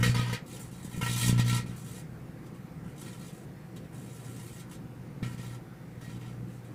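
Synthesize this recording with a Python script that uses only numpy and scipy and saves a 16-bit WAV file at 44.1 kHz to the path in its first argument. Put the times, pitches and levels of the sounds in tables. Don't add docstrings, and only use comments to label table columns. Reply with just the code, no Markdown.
import sys
import numpy as np
from scipy import signal
from scipy.io import wavfile
from scipy.ndimage import uniform_filter1d

SR = 44100
rng = np.random.default_rng(int(sys.argv[2]) if len(sys.argv) > 2 else 0)


def log_audio(samples):
    frames = np.atleast_2d(samples).T
    limited = np.clip(frames, -1, 1)
    pcm = np.round(limited * 32767).astype(np.int16)
    wavfile.write(sys.argv[1], SR, pcm)


N = 297278

MAINS_HZ = 60
STRIKE_TURN = .68


def gain_of(db):
    return 10 ** (np.asarray(db) / 20)


def evened(x):
    return x / np.sqrt(np.mean(x ** 2) + 1e-20)


def read(points, hz):
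    point_hz, value = np.transpose(points)
    return np.interp(np.log(hz + 1), np.log(point_hz + 1), value)


def colour(x, points):
    hz = abs(np.fft.fftfreq(8192, 1 / SR))
    log_gain = np.log(gain_of(read(points, hz)))
    spectrum = np.exp(np.conj(signal.hilbert(log_gain)))
    taps = np.fft.ifft(spectrum).real[:4096]
    return signal.oaconvolve(x, taps / np.linalg.norm(taps))[:N]


def cycles():
    return np.divmod(np.arange(N) / SR * MAINS_HZ + 1 - STRIKE_TURN, 1)


def fan(patchy_db=1.5, level_db=-45.5):
    # (frequency [Hz], relative level [dB per Hz])
    air_spectrum = [(25, -69), (60, -13.5), (105, -11), (140, 1.5), (170, -2), (230, -10.5), (340, -10),
                    (390, -17), (500, -15), (560, -23), (900, -25), (2000, -29.5), (3200, -39.5),
                    (6000, -43), (15800, -46)]
    frames = N // 512 + 5
    hz = np.fft.rfftfreq(2048, 1 / SR)
    real, imaginary, patches = rng.standard_normal((frames, len(hz), 3)).T
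    patches = uniform_filter1d(patches, size=16, axis=0)
    patches = evened(uniform_filter1d(patches, size=8, axis=1))
    frame_db = read(air_spectrum, hz)[:, None] + patchy_db * patches
    spectrum = (real + 1j * imaginary) * gain_of(frame_db)
    noise = signal.istft(spectrum, nperseg=2048, noverlap=1536)[1][:N]
    return gain_of(level_db) * evened(noise)


def blade_tones():
    tone_hz = (513, 761)
    tone_db = (-68.5, -71)
    t = np.arange(N) / SR
    total = np.zeros(N)
    for hz, db in zip(tone_hz, tone_db):
        turns = hz * t + rng.random()
        total += np.sqrt(2) * gain_of(db) * np.sin(2 * np.pi * turns)
    return total


def transformer(uneven=0.79, core_turn=.9, fourth_db=-23.5):
    # (time [s], hum level [dB], thump level before the unevenness [dB])
    load = [(0.0, -27, -31.5), (0.065, -33, -29.5), (0.11, -28, -46), (0.17, -31.5, -32.5),
            (0.27, -33.5, -41), (0.345, -39, -40), (0.39, -62, -54), (0.95, -62, -44.5),
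            (1.03, -36.5, -36.5), (1.2, -33.5, -43), (1.3, -32.5, -30), (1.37, -26, -33),
            (1.57, -30.5, -38), (1.62, -42, -41.5), (1.85, -51.5, -54.5), (2.25, -57, -49),
            (2.66, -83, -57.5), (2.8, -62, -49.5), (3.83, -57, -64), (3.97, -47, -62), (4.55, -48.5, -55),
            (4.7, -57.5, -55), (5.2, -49.5, -51), (5.24, -41, -34.5), (5.3, -45.5, -45.5),
            (5.57, -45, -53.5), (5.7, -65, -58), (6.06, -49, -48.5), (6.4, -44, -52), (6.74, -52.5, -53.5)]
    # (frequency [Hz], relative level [dB])
    thump_spectrum = [(30, -6.5), (60, -3.5), (120, 5.5), (180, 5.5), (240, -2), (330, -14), (500, -19.5),
                      (800, -31.5), (2000, -55.5)]
    t = np.arange(N) / SR
    count, _ = cycles()
    time_s, hum_points, pulse_points = np.transpose(load)
    hum_db = np.interp(t, time_s, hum_points)
    pulse_db = np.interp(t, time_s, pulse_points)
    angle = 2 * np.pi * 2 * (MAINS_HZ * t - core_turn)
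    hum = gain_of(hum_db) * (np.cos(angle) + gain_of(fourth_db) * np.cos(2 * angle))
    strike_size = 1 + uneven * rng.standard_normal(int(count[-1]) + 1)
    new_strike = np.diff(count, prepend=0) > 0
    pulses = strike_size[count.astype(int)] * new_strike * gain_of(pulse_db)
    thumps = np.sqrt(SR / MAINS_HZ) * colour(pulses, thump_spectrum)
    return np.sqrt(2) * hum - thumps


def pops(decay_s=0.0067, rise_s=0.0051):
    # (time [s], peak level [dB], swing frequency [Hz])
    puffs = [(0.094, -19.5, 120), (0.423, -34, 148), (0.848, -31, 173), (0.975, -23.5, 156),
             (3.567, -44, 129), (5.224, -27.5, 176), (5.243, -56, 126), (6.427, -33.5, 172)]
    t = np.arange(SR // 8) / SR
    total = np.zeros(N)
    for start_s, peak_db, hz in puffs:
        part = total[round(start_s * SR):][:len(t)]
        envelope = np.exp(-t / decay_s) * (1 - np.exp(-t / rise_s))
        push = envelope * np.sin(2 * np.pi * hz * t)
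        part -= gain_of(peak_db) * push[:len(part)] / abs(push).max()
    return total


def echoes():
    # (frequency [Hz], time to fall by 60 dB [s])
    wall_ring = [(500, 0.66), (2000, 0.16), (6000, 0.14), (14000, 0.043)]
    hz, frame_s, spectrum = signal.stft(rng.standard_normal(SR // 4), SR, nperseg=128)
    fall_db = -60 * frame_s / read(wall_ring, hz)[:, None]
    dense = signal.istft(spectrum * gain_of(fall_db), SR, nperseg=128)[1]
    return dense / np.linalg.norm(dense)


def cavity(x, drift_hz=14., direct_db=-7.5, echo_db=0.0, sound_m_per_s=343):
    # (frequency [Hz], width [Hz])
    air_modes = [(500, 35), (980, 50), (1260, 14), (1352, 18), (1575, 40), (1895, 17), (2075, 35),
                 (2170, 35), (2440, 26), (2800, 50), (3040, 30), (3340, 28), (3575, 30), (3885, 35),
                 (4290, 45), (4480, 38), (4740, 35), (4960, 50), (5300, 40), (5580, 50), (6050, 50),
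                 (6490, 45), (6900, 55), (7820, 60), (8170, 35), (8536, 30), (9560, 120), (10450, 150)]
    mode_db = (15, 18.5, 19, 17.5, 11, 24, 6.5, 10.5, 8, 6.5, 6, 6, 5.5, 9.5, 7.5, 9.5, 13, 4.5, 3, -12, 10,
               8.5, 8, 3.5, -5, 7.5, -1, 4.5)
    # (from time [s], path to the wall [m])
    arc_spots = [(0, .075), (.14, .5755), (.42, .4815)]
    # (frequency [Hz], relative level [dB])
    crowding = [(500, -8.5), (1500, -12.5), (2000, 0), (2800, -4), (4500, 0), (16000, -0.5)]
    t = np.arange(N) / SR
    ring_s = np.arange(SR // 4) / SR

    wet = np.zeros(N)
    for k in range(3):
        weight = np.sqrt(2 / 3) * np.cos(np.pi * (drift_hz * t + k / 3))
        wet += signal.oaconvolve(x * weight, echoes())[:N]
    out = colour(gain_of(direct_db) * x + gain_of(echo_db) * wet, crowding)

    rings = []
    for hz, width_hz in air_modes:
        fade = np.exp(-np.pi * width_hz * ring_s)
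        rings.append(2 * np.pi * width_hz / SR * fade * np.sin(2 * np.pi * hz * ring_s))
    rings = np.array(rings)
    mode_hz = np.transpose(air_modes)[0]
    spot = np.searchsorted(np.transpose(arc_spots)[0], t, "right") - 1
    for k, (_, wall_m) in enumerate(arc_spots):
        standing = abs(np.cos(2 * np.pi * mode_hz * wall_m / sound_m_per_s))
        response = (gain_of(mode_db) * standing) @ rings
        out += signal.oaconvolve(x * (spot == k), response)[:N]
    return out


def flare_strength(mid_s, chance):
    # (start [s], burning time [s],
    # body when it lights [dB], body when it starts to die [dB], rasp over body [dB], sizzle over body [dB])
    flares = [ (0.0, 0.005, -30, -42.5, -5.5, -6), (0.032, 0.084, -29, -42, -2.5, -3.5),
              (0.149, 0.07, -36, -40, -2.5, -7), (0.23, 0.089, -42, -40.5, -5.5, -8.5),
              (0.331, 0.019, -32.5, -39.5, -3, -6.5), (0.482, 0.086, -62.5, -58, 5.5, 12),
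              (0.611, 0.07, -59, -66.5, 2, 12.5), (0.729, 0.13, -62, -70, 3.5, 9),
              (0.849, 0.036, -59.5, -69, 5, 14), (0.909, 0.084, -56.5, -52, -2.5, 5.5),
              (1.015, 0.056, -35.5, -37.5, -5.5, -3.5), (1.067, 0.079, -46.5, -42, 4.5, 6.5),
              (1.177, 0.12, -41.5, -37.5, 3.5, 8.5), (1.33, 0.04, -44, -49, -5.5, -3.5),
              (1.383, 0.018, -40.5, -35, 1, -1), (1.45, 0.038, -51, -42, 5, 3.5),
              (1.498, 0.068, -38.5, -37, 1, 2), (1.575, 0.037, -38, -49.5, -2.5, -2),
              (1.667, 0.082, -53.5, -60, -2.5, 0), (1.77, 0.07, -63, -68, 3, 14),
              (1.85, 0.15, -59, -59, 1.5, 10), (2.47, 0.011, -66, -73, 3.5, 7),
              (2.555, 0.0073, -70, -72, 0, 7.5), (2.86, 0.052, -68, -62, -7, 3),
              (2.97, 0.051, -70, -56.5, 4.5, 11), (3.06, 0.13, -57, -64, 1, 6),
              (3.2, 0.1, -61, -61, 2.5, 8), (3.34, 0.1, -64, -70.5, 0, 8.5),
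              (3.766, 0.0077, -52.5, -68.5, 7, 9), (3.83, 0.02, -69, -67, -0.5, 0),
              (3.94, 0.634, -64, -60, 0.5, 8.5), (4.561, 0.049, -67, -55.5, 2.5, 6.5),
              (4.719, 0.03, -59.5, -63, 3.5, 9), (5.232, 0.011, -36.5, -48, -5.5, -9.5),
              (5.256, 0.097, -51, -57, -4.5, -0.5), (5.39, 0.027, -53.5, -56, -2.5, -1),
              (5.428, 0.13, -54.5, -60.5, -0.5, 2), (6.014, 0.15, -56, -60.5, -1, 0.5),
              (6.216, 0.13, -58.5, -64, -1.5, -1), (6.5, 0.091, -70, -73, -4, 8.5),
              (6.66, 0.03, -63.5, -72, -4, 3)]
    dying_speed = (454, 526, 557)
    catches_db_per_s = 1098
    faint_db = -57.5
    steady_db = -37
    gutter = 0.081
    strength = np.zeros((3, len(mid_s)))
    for start_s, burns_s, first_db, last_db, rasp_db, sizzle_db in flares:
        age_s = mid_s - start_s
        early_s = np.maximum(-age_s - .5 / MAINS_HZ, 0)
        body_db = np.interp(age_s, (0, burns_s), (first_db, last_db)) - catches_db_per_s * early_s
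        dying_db = np.outer(dying_speed, np.maximum(age_s - burns_s, 0))
        flicker_db = gutter * max(steady_db - first_db, 0) * chance
        layers_db = (body_db + flicker_db, body_db + rasp_db + flicker_db / 2, body_db + sizzle_db)
        alight = (early_s == 0) | (first_db < faint_db)
        strength = np.maximum(strength, alight * gain_of(layers_db - dying_db))
    return strength


def arc(uneven_db=1., burn=0.17, glow=0.24, kindle=0.037, crackle_db=0.5, arc_level_db=-4.0):
    # (frequency [Hz], relative level [dB])
    body_spectrum = [(200, -37), (450, -2), (700, -9), (1000, -4), (1400, 2.5), (1900, -1.5), (2400, 1),
                     (3000, 3), (5000, -40.5)]
    rasp_spectrum = [(1500, -41.5), (2500, 4.5), (3200, 6), (5500, -1.5), (6800, -11.5), (10000, -41)]
    sizzle_spectrum = [(3000, -54.5), (5500, -20), (7000, -5), (8500, -2.5), (11000, -4), (13000, -9),
                       (16000, -7)]
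    count, turn = cycles()
    count = count.astype(int)
    mid_s = (np.arange(count[-1] + 1) + STRIKE_TURN - .5) / MAINS_HZ
    chance = rng.standard_normal((len(mid_s), 2))
    strength = flare_strength(mid_s, chance[:, 1])
    strength = strength * gain_of(uneven_db * chance[:, 0] + arc_level_db)
    lit = evened(glow + np.exp(-turn / burn) - np.exp(-turn / kindle))
    noise = evened(rng.standard_normal(N) * gain_of(crackle_db * rng.standard_normal(N)))
    hiss = np.zeros(N)
    for spectrum, level in zip((body_spectrum, rasp_spectrum, sizzle_spectrum), strength):
        hiss += colour(noise, spectrum) * level[count]
    return cavity(lit * hiss)


def scene():
    return (fan() + blade_tones() + transformer() + pops() + arc())[None]


def record(dry):
    edge_hz = 15550
    taps = signal.firwin(511, edge_hz, window=("kaiser", 9), fs=SR)
    return signal.oaconvolve(dry, taps[None], "same")


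dry = scene()
out = record(dry)
log_audio(out)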